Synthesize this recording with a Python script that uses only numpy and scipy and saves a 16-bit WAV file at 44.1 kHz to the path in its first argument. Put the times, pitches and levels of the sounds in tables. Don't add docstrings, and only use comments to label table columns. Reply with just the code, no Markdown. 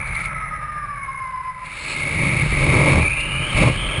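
import sys
import numpy as np
from scipy.fft import rfft, irfft
from scipy.io import wavfile
from scipy.ndimage import uniform_filter1d, map_coordinates

SR = 44100
rng = np.random.default_rng(int(sys.argv[2]) if len(sys.argv) > 2 else 0)


def file_out(sig):
    cols = np.atleast_2d(sig).T
    lim = np.clip(cols, -1, 1)
    pcm = np.round(lim * 32767).astype(np.int16)
    wavfile.write(sys.argv[1], SR, pcm)


N = 176400
T = np.arange(N) / SR
HZ = np.fft.rfftfreq(N, 1 / SR)

# (time [s], pitch [Hz], relative level [dB], waver rate [Hz])
KITE_LINE = [(0, 1370, -54, 121.7), (.25, 1314, -35, 55), (.45, 1270, -33, 30), (.8, 1199, -31, 24),
             (.95, 1150, -30, 22), (1.1, 1073, -29.5, 22), (1.35, 1027, -31, 19.84), (1.48, 1029, -30, 19),
             (1.56, 1022, -37, 18), (1.64, 1018, -40, 28), (1.8, 1006, -49.5, 40)]
STRING_PAIR = [(.82, 2350, -54, 60), (.95, 2207, -45, 39), (1.035, 2152, -32, 21), (1.09, 2130, -39, 21.7),
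               (1.17, 2112, -35, 21.7), (1.24, 2100, -38.5, 24), (1.32, 2010, -43, 26),
               (1.48, 2006, -43, 34), (1.65, 1964, -51, 37)]
SLACKING_LINE = [(0, 2262, -28, 117.8), (.1, 2230, -32.5, 131.6), (.17, 2200, -26, 122.4),
                 (.26, 2177, -28.5, 117.1), (.3, 2133, -33.5, 162.1), (.5, 2041, -35.5, 129.7),
                 (.64, 1816, -42, 169.1), (.82, 1734, -37.5, 120), (1.1, 1623, -44.5, 133),
                 (1.5, 1580, -52, 149.4)]
THIN_LINE = [(1.72, 4140, -77, 201), (1.78, 4180, -47, 189.3), (1.93, 4250, -40, 192),
             (2.0, 4220, -56, 199)]
GUST_LINE = [(1.62, 2207, -47, 170.6), (1.66, 2203, -37, 171.2), (1.88, 2197, -36, 197.7),
             (1.98, 2148, -28, 52.96), (2.1, 2213, -26, 110), (2.22, 2213, -23, 143.6),
             (2.42, 2241, -22.5, 148.3), (2.47, 2220, -30, 182.3), (2.58, 2214, -21.5, 122.9),
             (2.72, 2232, -22.5, 132.5), (2.89, 2230, -19.5, 137.6), (3.0, 2304, -25, 170),
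             (3.07, 2390, -19, 105.9), (3.13, 2520, -27, 130.2), (3.2, 2750, -26, 109),
             (3.27, 2824, -31, 126.5), (3.4, 2884, -29, 84.2), (3.5, 3062, -31, 180.5),
             (3.58, 2874, -34, 166.4), (3.7, 2910, -39, 209), (3.8, 3096, -30, 196), (4, 3150, -31, 165.8)]
LATE_GUST_LINE = [(3.05, 2257, -35, 161.1), (3.2, 2407, -25.5, 146.9), (3.27, 2380, -33.5, 121.8),
                  (3.4, 2400, -28, 76.2), (3.52, 2343, -33, 129.3), (3.58, 2297, -21, 169.8),
                  (3.73, 2330, -34, 189), (4, 2436, -32.5, 174.8)]
THROB = [(2.66, 64, -36.5, 18), (2.78, 72.2, -21, 18), (2.86, 73.9, -34, 16), (2.98, 82.5, -16, 8),
         (3.1, 76, -30.5, 18)]
# (centre time [s], length [s], lift [dB])
SWELLS = [(0.436, 0.023, 7), (0.533, .018, 7), (0.846, 0.023, 5), (1.217, 0.033, 4.5), (1.351, 0.026, 6),
          (1.492, 0.032, 6), (1.632, 0.031, 9.5)]
# (time [s], relative level [dB])
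SWAY = [(0.0, -45), (0.08, -29), (0.25, -36), (1.57, -47.5), (2.42, -34), (2.52, -19.5), (2.87, -37),
        (2.95, -27), (3.5, -34.5), (3.57, -19), (3.69, -32), (3.85, -24.5), (4.0, -37)]
BUFFET = [(0.0, -33.5), (1.43, -46), (1.84, -44), (2.23, -21.5), (2.45, -21.5), (2.49, -28), (2.72, -17.5),
          (2.97, -18.5), (3.21, -37.5), (3.39, -25), (3.48, -35), (3.6, -18), (3.69, -13.5), (3.74, -28),
          (3.92, -32.5), (4.0, -24)]
ROAR = [(0.0, -48), (1.54, -62.5), (1.86, -40.5), (2.24, -28.5), (2.44, -30.5), (2.49, -40), (2.54, -30.5),
        (2.74, -19), (2.97, -18.5), (3.07, -28.5), (3.09, -39), (3.52, -34.5), (3.59, -19), (3.68, -17),
        (3.74, -35), (4.0, -30)]
RUSH = [(0.0, -34.5), (0.38, -37), (0.89, -42), (1.49, -46.5), (1.9, -38), (2.5, -34.5), (2.93, -32),
        (3.13, -37.5), (3.66, -32.5), (3.71, -36), (4.0, -33)]
HISS = [(0.0, -60.5), (0.25, -47.5), (0.32, -70), (1.57, -64), (1.72, -48.5), (1.9, -38.5), (2.04, -42),
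        (2.92, -37.5), (3.15, -47.5), (3.48, -48), (3.6, -34), (3.85, -50), (4.0, -48.5)]
# (frequency [Hz], relative gain [dB])
SWAY_EQ = [(10, -28), (22, -3.5), (34, 2.5), (50, 11), (75, -14.5), (200, -46.5), (1000, -85)]
BUFFET_EQ = [(25, -20.5), (50, -20), (75, 5), (110, -1), (165, -1.5), (230, -14.5), (400, -31), (2000, -80)]
ROAR_EQ = [(100, -2.5), (210, -1), (280, 3.5), (450, -3), (730, -9.5), (1100, -6), (1500, -20.5),
           (3000, -18), (5500, -35)]
RUSH_EQ = [(300, -15), (700, -5.5), (1000, 1), (1450, 1.5), (1900, -0.5), (2400, -15), (3000, -16),
           (3600, -19.5), (5500, -40.5)]
HISS_EQ = [(800, -47), (2000, -8), (2800, 6), (3350, 0.5), (3900, 1), (4500, 2), (5100, -10), (5700, -16.5)]
# (frequency [Hz], width [Hz], lift [dB])
HOUSING = [(135.7, 20.7, 8.5), (195, 18.5, 3.5), (334, 51, 3.5), (575, 69, 10.5), (863, 70, 5.5),
           (1115, 68, 4.5), (1287, 76, 9), (1655, 62, 8.5), (2176, 150, 11.5), (2460, 241, 12),
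           (3690, 76, 5.5), (5400, 177, 7)]
# (time [s], relative level [dB])
RASPS = [(.079, -48), (.154, -44), (.198, -52), (.256, -48), (1.66, -48.5), (3.209, -39), (3.88, -47)]
THUMPS = [(2.236, -8.5), (2.437, -18.5), (2.463, -15), (2.527, -9), (2.983, -4)]
TICKS = [(1.277, -47)]
# (frequency [Hz], side gain [dB])
SIDE_EQ = [(30, -32), (120, -44.5), (500, -26.5), (2200, -29), (4000, -14.5), (5700, -12)]
# (frequency [Hz], gain [dB])
MIRROR_EQ = [(6200, 5), (7200, -4.5), (8000, -6), (9200, -13), (9900, -16.5), (10500, -20.5), (10850, -66),
             (12000, -81.5), (13600, -61.5), (14200, -44.5), (15300, -36)]

SKIRT_WIDTH = 2.6
SWING_LIMIT = 6
CLEAN_SHARE, SWELL_HUSH_DB = .62, 13
RASP_WIDTH_S, THUMP_DECAY_S = 0.0055, 0.0004
TICK_HZ, TICK_DECAY_S = 4200, 0.0018
SAMPLING_HZ, PASS_HZ, EDGE_HZ = 12000, 5700, 15800
CEILING_DB, THIRD_MIRROR_DB = -2.5, -35.5


def whistle(rows, gain_db, skirt_db, clean=0, shift_hz=0):
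    clock = np.cumsum(curve(rows, axis=3)) / SR
    core = waver(clock)
    core = unit(core / np.sqrt(uniform_filter1d(abs(core) ** 2, size=4000)))
    share = np.clip(clean, 0, 1)
    core = np.sqrt(share) + np.sqrt(1 - share) * core
    core = unit(core / np.sqrt(1 + (abs(core) / SWING_LIMIT) ** 2))
    skirt = amp(skirt_db) * waver(clock * SKIRT_WIDTH)
    phase = 2 * np.pi * np.cumsum(curve(rows) + shift_hz) / SR
    tone = ((core + skirt) * np.exp(1j * phase)).real
    outside_s = np.maximum(np.maximum(rows[0][0] - T, T - rows[-1][0]), 0)
    fade = np.exp(-outside_s / 0.052)
    return np.sqrt(2) * tone * amp(curve(rows, axis=2) + gain_db) * fade


def kite_line():
    swells = np.array([1 / (1 + ((T - s) / (length / 2)) ** 8) for s, length, _ in SWELLS])
    swelling = swells.sum(0)
    steady = CLEAN_SHARE + (1 - CLEAN_SHARE) * swelling
    skirt_db = -4.5 - SWELL_HUSH_DB * swelling
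    lift_db = np.array(SWELLS)[:, 2] @ swells
    return whistle(KITE_LINE, -0.76, skirt_db, clean=steady) * amp(lift_db)


def string_pair():
    return (whistle(STRING_PAIR, -1.2, skirt_db=-21, clean=0.43)
            + whistle(STRING_PAIR, -2.5, skirt_db=-9, clean=0.67, shift_hz=58))


def rig_lines():
    return (whistle(SLACKING_LINE, -0.36, skirt_db=-5.5)
            + whistle(THIN_LINE, -1, skirt_db=-10)
            + whistle(GUST_LINE, -0.89, skirt_db=-5)
            + whistle(LATE_GUST_LINE, -0.93, skirt_db=-1.5))


def wind():
    eddies, puffs = wander(rate_hz=160), wander(rate_hz=45)
    return (air(SWAY, SWAY_EQ, -0.85, puffs, flutter_db=.5, calm=0.77)
            + air(BUFFET, BUFFET_EQ, 0, puffs, flutter_db=0.96, calm=.5)
            + air(ROAR, ROAR_EQ, 0.23, eddies, flutter_db=1.5, calm=0.32)
            + air(RUSH, RUSH_EQ, 2.37, eddies, flutter_db=2.05, calm=0.2)
            + air(HISS, HISS_EQ, 9.1, unit(eddies + 0.24 * puffs), flutter_db=1.8, calm=0.07))


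def air(levels, eq, gain_db, eddies, flutter_db, calm):
    housing_db = sum(db * np.exp(-.5 * ((HZ - hz) / width) ** 2) for hz, width, db in HOUSING)
    flow = noise(colour(eq) * amp(housing_db))
    flow *= amp(flutter_db * 2 * np.tanh(eddies / 2))
    power = uniform_filter1d(uniform_filter1d(flow ** 2, size=3000), size=3000)
    evened = unit(flow / (abs(power) + 1e-20) ** (calm / 2))
    return evened * amp(curve(levels) + gain_db)


def housing_throb():
    return whistle(THROB, 0, skirt_db=-15, clean=0.6)


def thumps():
    return sum(-amp(db) * np.exp(-abs(T - s) / THUMP_DECAY_S) for s, db in THUMPS)


def rasps():
    bursts = sum(amp(db) * np.exp(-.5 * ((T - s) / RASP_WIDTH_S) ** 2) for s, db in RASPS)
    return amp(4.5) * bursts * noise(colour(HISS_EQ))


def rig_tick():
    envelope = sum(amp(db) * (T >= s) * np.exp(-abs(T - s) / TICK_DECAY_S) for s, db in TICKS)
    return envelope * noise(1 / (1 + ((HZ - TICK_HZ) / 900) ** 2))


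def waver(clock):
    knots = rng.standard_normal((2, 30000))
    real, imag = (map_coordinates(k, [2 * clock], order=3, mode="wrap") for k in knots)
    return unit(real + 1j * imag)


def wander(rate_hz):
    return noise(1 / (1 + (HZ / rate_hz) ** 2) ** 2)


def noise(gain):
    return unit(shaped(rng.standard_normal(N), gain))


def shaped(x, gain):
    return irfft(rfft(x) * gain, N)


def colour(eq):
    hz, db = np.transpose(eq)
    return amp(np.interp(np.log(HZ + 1), np.log(hz), db))


def curve(rows, axis=1):
    rows = np.array(rows)
    return np.interp(T, rows[:, 0], rows[:, axis])


def amp(db):
    return 10 ** (np.asarray(db) / 20)


def unit(x):
    return x / np.sqrt(np.mean(abs(x) ** 2) + 1e-20)


def scene():
    mid = wind() + housing_throb() + kite_line() + string_pair() + rig_lines()
    mid += rasps() + thumps() + rig_tick()
    side = shaped(mid * wander(rate_hz=250), colour(SIDE_EQ))
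    return np.array([mid + side, mid - side])


def record(dry):
    rounded = dry / (1 + (dry / amp(CEILING_DB)) ** 4) ** (1 / 4)
    low = shaped(rounded, 1 / np.sqrt(1 + (HZ / PASS_HZ) ** 200))
    sampling_phase = 2 * np.pi * SAMPLING_HZ * T
    mirror = shaped(low * 2 * np.cos(sampling_phase), colour(MIRROR_EQ))
    ghost = amp(THIRD_MIRROR_DB) * low * 2 * np.cos(sampling_phase / 3)
    return shaped(low + mirror + ghost, 1 / np.sqrt(1 + (HZ / EDGE_HZ) ** 200))


dry = scene()
out = record(dry)
file_out(out)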